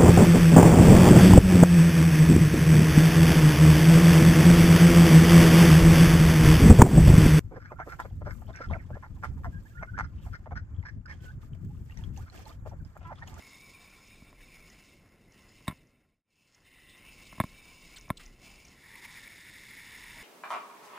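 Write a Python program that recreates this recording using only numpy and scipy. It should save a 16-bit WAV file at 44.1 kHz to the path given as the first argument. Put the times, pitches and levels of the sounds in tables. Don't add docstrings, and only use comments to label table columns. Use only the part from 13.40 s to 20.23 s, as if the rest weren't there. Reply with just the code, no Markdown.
import sys
import numpy as np
from scipy import signal
from scipy.fft import rfft, irfft, next_fast_len
from scipy.io import wavfile

SR = 44100
rng = np.random.default_rng(int(sys.argv[2]) if len(sys.argv) > 2 else 0)


def transcribe(signal):
    frames = np.atleast_2d(signal).T
    limited = np.clip(frames, -1, 1)
    pcm = np.round(limited * 32767).astype(np.int16)
    wavfile.write(sys.argv[1], SR, pcm)


N = 301203
TIME = np.arange(N) / SR

# t/s, gear whine f/Hz
MOTOR_SPEED = [(0.0, 2200), (0.63, 2288), (1.22, 2215), (1.31, 2008), (1.38, 2200), (2.06, 2037),
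               (3.01, 2260), (3.11, 2070), (3.55, 2000), (3.68, 2276), (4.0, 2129), (4.29, 2330),
               (4.92, 2045), (5.04, 2307), (5.23, 2298), (5.4, 2033)]
# start t/s, end t/s, whine level/dB, rasp level/dB,
# grit spray level/dB, swell/(dB per s), load (0 to 1)
THROTTLE_BURSTS = [(-.1, .84, -60.5, -69, -65.5, -8, 0.51), (0.953, 1.198, -61.5, -69.5, -67.5, 8.5, .15),
                   (1.225, 1.52, -65, -67, -66, -20, .05), (1.878, 2.32, -67, -65.5, -70.5, 9, .2),
                   (2.86, 3.18, -67.5, -63.5, -64.5, 0, .1), (3.207, 3.58, -59.5, -57.5, -68, -0.5, 0),
                   (3.614, 4.1, -60.5, -60.5, -64.5, -1, .2), (4.134, 4.557, -60.5, -61, -63, 7.5, 0.6),
                   (4.762, 4.85, -65, -60.5, -63, -13, 0.04), (4.98, 5.32, -63.5, -62, -62.5, -15, .1),
                   (6.42, 6.83, -67, -59.5, -72, 5, 0.2)]
# f/Hz, relative level/dB
RASP_SPECTRUM = [(2100, -26), (2500, -6), (2720, -3.5), (3000, 1), (3250, -9.5), (3700, -40)]
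# t/s, tyre hiss level/dB, hollow body level/dB
NEAR_SPIN = [(5.36, -66.5, -75), (5.59, -58.5, -62), (5.608, -62, -68), (5.652, -52.5, -54),
             (5.668, -60.5, -64.5), (5.726, -55, -60.5), (5.908, -59, -75), (6.81, -56.5, -61),
             (6.82, -54.5, -61)]
# f/Hz, relative level/dB
WHIRR_SPECTRUM = [(1250, -20), (1400, -11), (1550, -13), (1790, 0.5), (2020, 1.5), (2270, 1.5), (2450, -10),
                  (2800, -19.5)]
BODY_SPECTRUM = [(620, -42), (780, -8), (950, 1), (1100, -3.5), (1250, -12)]
TYRE_SPECTRUM = [(2300, -8), (2650, 1), (3150, -5), (3620, 5), (3950, -2), (4450, -4), (5100, 1),
                 (5500, 0.5), (6000, -6.5)]
# f/Hz, relative level/dB
CRUNCH_SPECTRUM = [(400, -24), (700, 4), (950, -0.5), (1250, -2.5), (1600, -0.5), (2000, 3), (3000, -21)]
SPRAY_SPECTRUM = [(2500, -34.5), (3250, -3.5), (4000, -11.5), (4650, 0.5), (5000, 0.5), (5400, 4.5),
                  (5700, -2.5), (6000, 4.5)]
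# t/s, relative level/dB, length/s, centre f/Hz, width/Hz
SCUFF_EVENTS = [(0.705, -60, 0.011, 2100, 900), (1.004, -55, 0.02, 2160, 800),
                (1.112, -58.5, .08, 2270, 400), (3.477, -62, 0.069, 3570, 500),
                (3.866, -54.5, 0.015, 4300, 2000), (4.561, -48, 0.019, 3740, 1500),
                (4.566, -52.5, 0.022, 2150, 1500), (4.771, -46.5, 0.011, 3700, 1400),
                (4.794, -52.5, 0.033, 1980, 2800), (5.018, -67.5, 0.18, 755, 300),
                (5.552, -47, 0.008, 2250, 497), (5.644, -48.5, 0.016, 2000, 1200),
                (5.874, -50.5, 0.0092, 2050, 600), (6.076, -47.5, 0.013, 2120, 800)]
# t/s, level/dB before the decay envelope, length/s
STONE_TICKS = [(0.674, -56, 0.0091), (1.297, -56, .012), (1.92, -55.5, 0.0056), (2.469, -69.5, 0.0093),
               (3.146, -57.5, 0.0073), (4.582, -46, 0.0068), (4.611, -50, 0.0024), (4.6205, -55.5, 0.0054),
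               (4.6895, -48, 0.0022), (4.768, -58, 0.011), (4.86, -47, 0.0048), (5.249, -54.5, 0.0091),
               (5.281, -57, 0.0131)]
# t/s, relative click level/dB, relative thump level/dB, contact corner f/Hz
CASE_KNOCKS = [(0.821, -47, -37, 503), (0.928, -48, -43, 2580), (2.207, -54.5, -46, 3000),
               (2.2798, -23.5, -14.5, 12000), (2.2808, -49, -52, 9000), (2.2973, -37, -25.5, 2470),
               (2.31, -40, -39, 2000), (2.323, -44.5, -35, 1510), (3.9271, -39.5, -42, 2500),
               (3.981, -39, -32, 1200), (4.0009, -12, -10, 1280), (4.0101, -28.5, -20.5, 5000),
               (4.0381, -27, -20.5, 900), (4.681, -47, -41, 2000), (4.695, -43, -48, 3500),
               (4.7025, -17.5, -14, 1760), (4.7117, -55, -35, 805)]
# f/Hz, relative level/dB, T60/s
SHELL_MODES = [(617, -2.5, 0.021), (710, -14.5, 0.0057), (870, -16, 0.017), (1059, 1.5, 0.026),
               (1358, -11, 0.038), (1460, -9.5, 0.011), (1730, -1.5, 0.011), (2170, -0.5, 0.014),
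               (2630, -12.5, .013), (3040, -21, 0.022), (3480, -9.5, .02), (3830, -9, 0.013),
               (4560, -21.5, 0.014), (4860, -27.5, 0.013), (5400, -18.5, 0.01)]
# f/Hz, relative level/dB, T60/s
MOUNT_MODES = [(112, -7, 0.02), (180.7, 0, 0.028), (248, -4, 0.029)]
# t/s, relative level/dB, length/s, centre f/Hz, width/Hz
CASE_SCRAPES = [(2.27, -50, 0.0088, 1850, 2540), (2.2783, -31.5, 0.0049, 3500, 800),
                (2.282, -39, 0.011, 2450, 2630), (2.302, -53, 0.019, 1740, 1900),
                (4.007, -39, 0.0087, 2300, 1500), (6.76, -52.5, .09, 171, 212)]
# f/Hz, width/Hz, lift/dB
CASE_FILTERS = [(1049, 88, 8.5), (1363, 120, 6), (2400, 150, 1), (2495, 49, -5.5), (2677, 260, 10.5),
                (3160, 200, 0), (3450, 89, 4.5), (4140, 210, 10.5), (4740, 170, -5.5), (4960, 120, 5.5),
                (5700, 110, -9)]
# t/s, peak level/dB, half-length to 1/e of the power/s
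WIND_GUSTS = [(1.035, -58, .22), (2.3, -61.5, 0.098), (3.85, -59, .24), (4.78, -58, .32), (6.83, -59, 0.12)]
# f/Hz, relative level/dB
BUFFET_SPECTRUM = [(8, -24), (20, -5), (42, -1.5), (70, -13.5), (150, -49.5)]
RUMBLE_SPECTRUM = [(35, -18), (65, -0.5), (130, -1.5), (240, -3.5), (400, -9), (600, -13), (850, -26),
                   (1500, -40)]
# f/Hz, relative level/dB
SIDE_SPECTRUM = [(24, -31.5), (40, 1), (275, 0), (1660, -18.5), (2210, -29.5), (4400, -20.5), (5870, -37.5),
                 (8000, -26), (10400, -56), (17600, -120)]

THROTTLE_ATTACK_S, THROTTLE_RELEASE_S = 0.054, 0.1
COAST_WHINE_DB, COAST_RASP_DB, COAST_SPRAY_DB = -72.5, -75, -77.5
UPPER_HZ, UPPER_DB = 3695, -11
TOP_HZ, TOP_DB = 5174, -13.5
UPPER_LOAD_DB = 4.5
CHASSIS_HZ, DRONE_DB, DRONE_LOAD_DB = 1056, -17.5, 14.5
WHEEL_HZ, THROB_AT_S, THROB_DB = 12.7, 6.083, 1.7
WHIRR_OVER_HISS_DB = 5.5
CRUNCH_DB, CRUNCH_FOLLOWS = -69, 0.37
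SMALL_TICKS_PER_S, SMALL_TICK_S = 7.7, 0.008
SMALLEST_TICK_DB, TICK_RANGE_DB = -95, 8
BREEZE_DB = -69
RUMBLE_DB, RUMBLE_FOLLOWS = -62, 0.13
SIDE_NOISE_DB = -82
FADE_S, FADE_OUT_S, FADE_IN_S = 2.83, 0.66, 0.92
HOLD_HZ, CUTOFF_HZ = 12000, 15200


def motor(side_ratio):
    start, end, whines_db, rasps_db, _, _, loads = np.transpose(THROTTLE_BURSTS)
    gear_hz, = in_time(MOTOR_SPEED)
    gear_db = throttle(whines_db, COAST_WHINE_DB)
    rasp_db = throttle(rasps_db, COAST_RASP_DB)
    load = np.interp(TIME, (start + end) / 2, loads)

    gear = from_db(gear_db) * whine(gear_hz, load, smear_hz=143, line_hz=30, wobble=0.028)
    upper_db = gear_db + UPPER_DB + UPPER_LOAD_DB * load + 2.4 * drift(8.9)
    upper = from_db(upper_db) * whine(UPPER_HZ, load, smear_hz=170, line_hz=60, wobble=0.01)
    top_db = gear_db + TOP_DB + UPPER_LOAD_DB * load + 3.0 * drift(6)
    top = from_db(top_db) * whine(TOP_HZ, load, smear_hz=150, line_hz=50, wobble=0.018)

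    side_tone = whine(side_ratio * gear_hz, load, smear_hz=100, line_hz=45, wobble=0.028)
    rough = through_case(coloured(grains(810, 3.8, impact_rms=0.45), RASP_SPECTRUM))
    rasp = from_db(rasp_db - 3.5 + 1.3 * drift(6)) * (rough + 0.59 * side_tone)

    chassis = rms_one(ring(rng.standard_normal(N), CHASSIS_HZ, t60=0.037))
    drone = from_db(gear_db + DRONE_DB + DRONE_LOAD_DB * load) * chassis
    bumps_db = 1.3 * drift(18)
    return (gear + upper + top + rasp + drone) * from_db(bumps_db)


def whine(hz, pure, smear_hz, line_hz, wobble):
    turn = np.exp(2j * np.pi * np.cumsum(hz * (1 + wobble * drift(16.08))) / SR)
    line = rms_one(1 + 0.34 * (drift(line_hz) + 1j * drift(line_hz)))
    smear = rms_one(drift(smear_hz) + 1j * drift(smear_hz))
    pure = np.clip(pure, 0, 1)
    return through_case(np.real(turn * (np.sqrt(pure) * line + np.sqrt(1 - pure) * smear)))


def throttle(levels_db, coast_db):
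    power = from_db(coast_db) ** 2
    for (start, end, *_, swell_db, _), db in zip(THROTTLE_BURSTS, levels_db):
        held_db = db + swell_db * (np.clip(TIME, start, end) - (start + end) / 2)
        attack = np.clip((TIME - start) / THROTTLE_ATTACK_S, 0, 1)
        release = np.exp(-np.clip(TIME - end, 0, 1) / THROTTLE_RELEASE_S)
        power = power + (from_db(held_db) * attack * release) ** 2
    return 10 * np.log10(power)


def whirr():
    hiss_db, body_db = in_time(NEAR_SPIN)
    near = np.clip((TIME - 5.3) / 0.12, 0, 1)
    throb_db = THROB_DB * np.cos(2 * np.pi * WHEEL_HZ * (TIME - THROB_AT_S)) + 1.04 * drift(30)
    gears_db = hiss_db + WHIRR_OVER_HISS_DB + throb_db
    gears = from_db(gears_db) * coloured(grains(1500, 5.0, impact_rms=0.62), WHIRR_SPECTRUM)
    body = from_db(body_db - 0.3) * coloured(grains(880, 3.5, impact_rms=0.74), BODY_SPECTRUM)
    hiss = from_db(hiss_db + 1.5) * coloured(grains(2200, 4.7, impact_rms=0.8), TYRE_SPECTRUM)
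    return near * (gears + body + hiss)


def gravel():
    *_, sprays_db, _, _ = np.transpose(THROTTLE_BURSTS)
    spray_db = throttle(sprays_db, COAST_SPRAY_DB)
    crunch_db = CRUNCH_DB + CRUNCH_FOLLOWS * (spray_db - np.median(spray_db)) + 2.1 * drift(7.1)
    crunch_noise = coloured(grains(500, 4.8, impact_rms=0.6), CRUNCH_SPECTRUM)
    crunch = from_db(crunch_db) * through_case(crunch_noise)
    spray_noise = coloured(grains(1200, 4.9, impact_rms=0.76), SPRAY_SPECTRUM)
    spray = from_db(spray_db + 4.5 + 1.8 * drift(33)) * through_case(spray_noise)
    return crunch + spray


def stones():
    out = np.zeros(N)
    for s, db, length, hz, width_hz in SCUFF_EVENTS:
        add(out, s, from_db(db - 0.5) * burst(length, hz, width_hz))
    for s, db, length in STONE_TICKS:
        add(out, s, from_db(db) * burst(length, hz=5600, width_hz=740))
    return out


def small_stones():
    out = np.zeros(N)
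    count = int(SMALL_TICKS_PER_S * N / SR)
    for when, size in rng.random((count, 2)):
        level = from_db(SMALLEST_TICK_DB + TICK_RANGE_DB * size)
        add(out, when * (N - 1) / SR, level * burst(SMALL_TICK_S, hz=5600, width_hz=660))
    return out


def knocks(lag_s, push_s):
    clicks, pushes = np.zeros(N), np.zeros(N)
    t = np.arange(SR // 50) / SR
    push = np.exp(-((t - lag_s) / push_s) ** 2)
    for s, click_db, thump_db, bright_hz in CASE_KNOCKS:
        contact = np.exp(-2 * np.pi * bright_hz * t)
        add(clicks, s, from_db(click_db) * contact / contact.sum())
        add(pushes, s, from_db(thump_db) * push / push.sum())
    thump = sum(from_db(db - 5.0) * ring(pushes, hz, t60) for hz, db, t60 in MOUNT_MODES)
    no_sway = signal.butter(2, 65, "high", fs=SR, output="sos")
    return signal.sosfilt(no_sway, shell(clicks) + thump)


def scrapes(ring_db):
    force = np.zeros(N)
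    for s, db, length, hz, width_hz in CASE_SCRAPES:
        add(force, s, from_db(db) * burst(length, hz, width_hz))
    return 0.48 * force + from_db(ring_db) * shell(force)


def shell(force):
    out = np.zeros(N)
    for k, (hz, db, t60) in enumerate(SHELL_MODES):
        out += from_db(db - 3.5) * (-1) ** (k + 1) * ring(force, hz, t60)
    return out


def wind():
    power = from_db(BREEZE_DB) ** 2
    for s, db, half_s in WIND_GUSTS:
        power = power + from_db(db) ** 2 * np.exp(-((TIME - s) / half_s) ** 2)
    buffet_db = 10 * np.log10(power)
    rumble_db = RUMBLE_DB + RUMBLE_FOLLOWS * (buffet_db - buffet_db.mean()) + 0.85 * drift(15)
    buffet = from_db(buffet_db + 1.8 * drift(3.8)) * coloured(rng.standard_normal(N), BUFFET_SPECTRUM)
    return buffet + from_db(rumble_db) * coloured(rng.standard_normal(N), RUMBLE_SPECTRUM)


def side_noise():
    return from_db(SIDE_NOISE_DB) * coloured(rng.standard_normal(N), SIDE_SPECTRUM)


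def through_case(x):
    for hz, width_hz, lift_db in CASE_FILTERS:
        g = from_db(lift_db / 2)
        a = np.pi * width_hz / SR
        c = -2 * np.cos(2 * np.pi * hz / SR)
        x = signal.lfilter([1 + a * g, c, 1 - a * g], [1 + a / g, c, 1 - a / g], x)
    return rms_one(x)


def ring(clicks, hz, t60):
    r = from_db(-60 / (t60 * SR))
    w = 2 * np.pi * hz / SR
    return signal.lfilter([0, np.sin(w)], [1, -2 * r * np.cos(w), r * r], clicks + 1e-18)


def burst(length, hz, width_hz):
    t = np.arange(SR // 3) / SR
    middle = np.sqrt(hz ** 2 + width_hz ** 2 / 4)
    edges = [middle - width_hz / 2, middle + width_hz / 2]
    band = signal.butter(2, edges, "band", fs=SR, output="sos")
    noise = rms_one(signal.sosfilt(band, rng.standard_normal(len(t))))
    return noise * (1 - np.exp(-t / (0.078 * length))) * np.exp(-(t / length) ** 3)


def grains(per_s, spread_db, impact_rms):
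    sizes = from_db(spread_db * np.minimum(rng.exponential(1, N), 4)) * rng.choice([-1, 1], N)
    impacts = sizes * (rng.random(N) < per_s / SR)
    return impact_rms * rms_one(impacts) + rng.standard_normal(N)


def coloured(x, spectrum):
    hz, db = np.transpose(spectrum)
    size = next_fast_len(N)
    f = np.arange(size // 2 + 1) * SR / size + 1
    gain = from_db(np.interp(np.log(f), np.log(hz), db))
    gain = gain * np.minimum(1, f / hz[0]) ** 2 * np.minimum(1, hz[-1] / f) ** 2
    return rms_one(irfft(rfft(x, size) * gain, size)[:N])


def drift(rate_hz):
    r = np.exp(-16 * np.pi * rate_hz / SR)
    noise = rng.standard_normal(N // 8 + 2002)
    slow = signal.lfilter([1], [1, -2 * r, r * r], noise)[2000:]
    return np.interp(np.arange(N) / 8, np.arange(len(slow)), rms_one(slow))


def in_time(rows):
    s, *columns = np.transpose(rows)
    return [np.interp(TIME, s, c) for c in columns]


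def add(track, s, sound):
    at = int(s * SR)
    track[at:at + len(sound)] += sound[:N - at]


def from_db(db):
    return 10 ** (np.asarray(db) / 20)


def rms_one(x):
    return x / np.sqrt(np.mean(np.abs(x) ** 2) + 1e-20)


def scene():
    ramps = np.maximum((FADE_S - TIME) / FADE_OUT_S, (TIME - FADE_S) / FADE_IN_S)
    fade = np.clip(ramps, 0.01, 1)
    running = motor(side_ratio=1.18) + gravel() + small_stones() + wind()
    contacts = stones() + knocks(lag_s=0.0034, push_s=0.00078) + scrapes(ring_db=-21.5)
    mid = fade * running + whirr() + contacts
    side = fade * side_noise()
    return np.array([mid + side, mid - side])


def record(dry):
    coarse = signal.resample_poly(dry, HOLD_HZ, SR, axis=1)
    held = np.repeat(coarse, 4, axis=1)
    out = signal.resample_poly(held, SR, 4 * HOLD_HZ, axis=1)[:, :N]
    return signal.sosfilt(signal.ellip(10, 0.2, 80, CUTOFF_HZ, fs=SR, output="sos"), out)


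dry = scene()
out = record(dry)
transcribe(out)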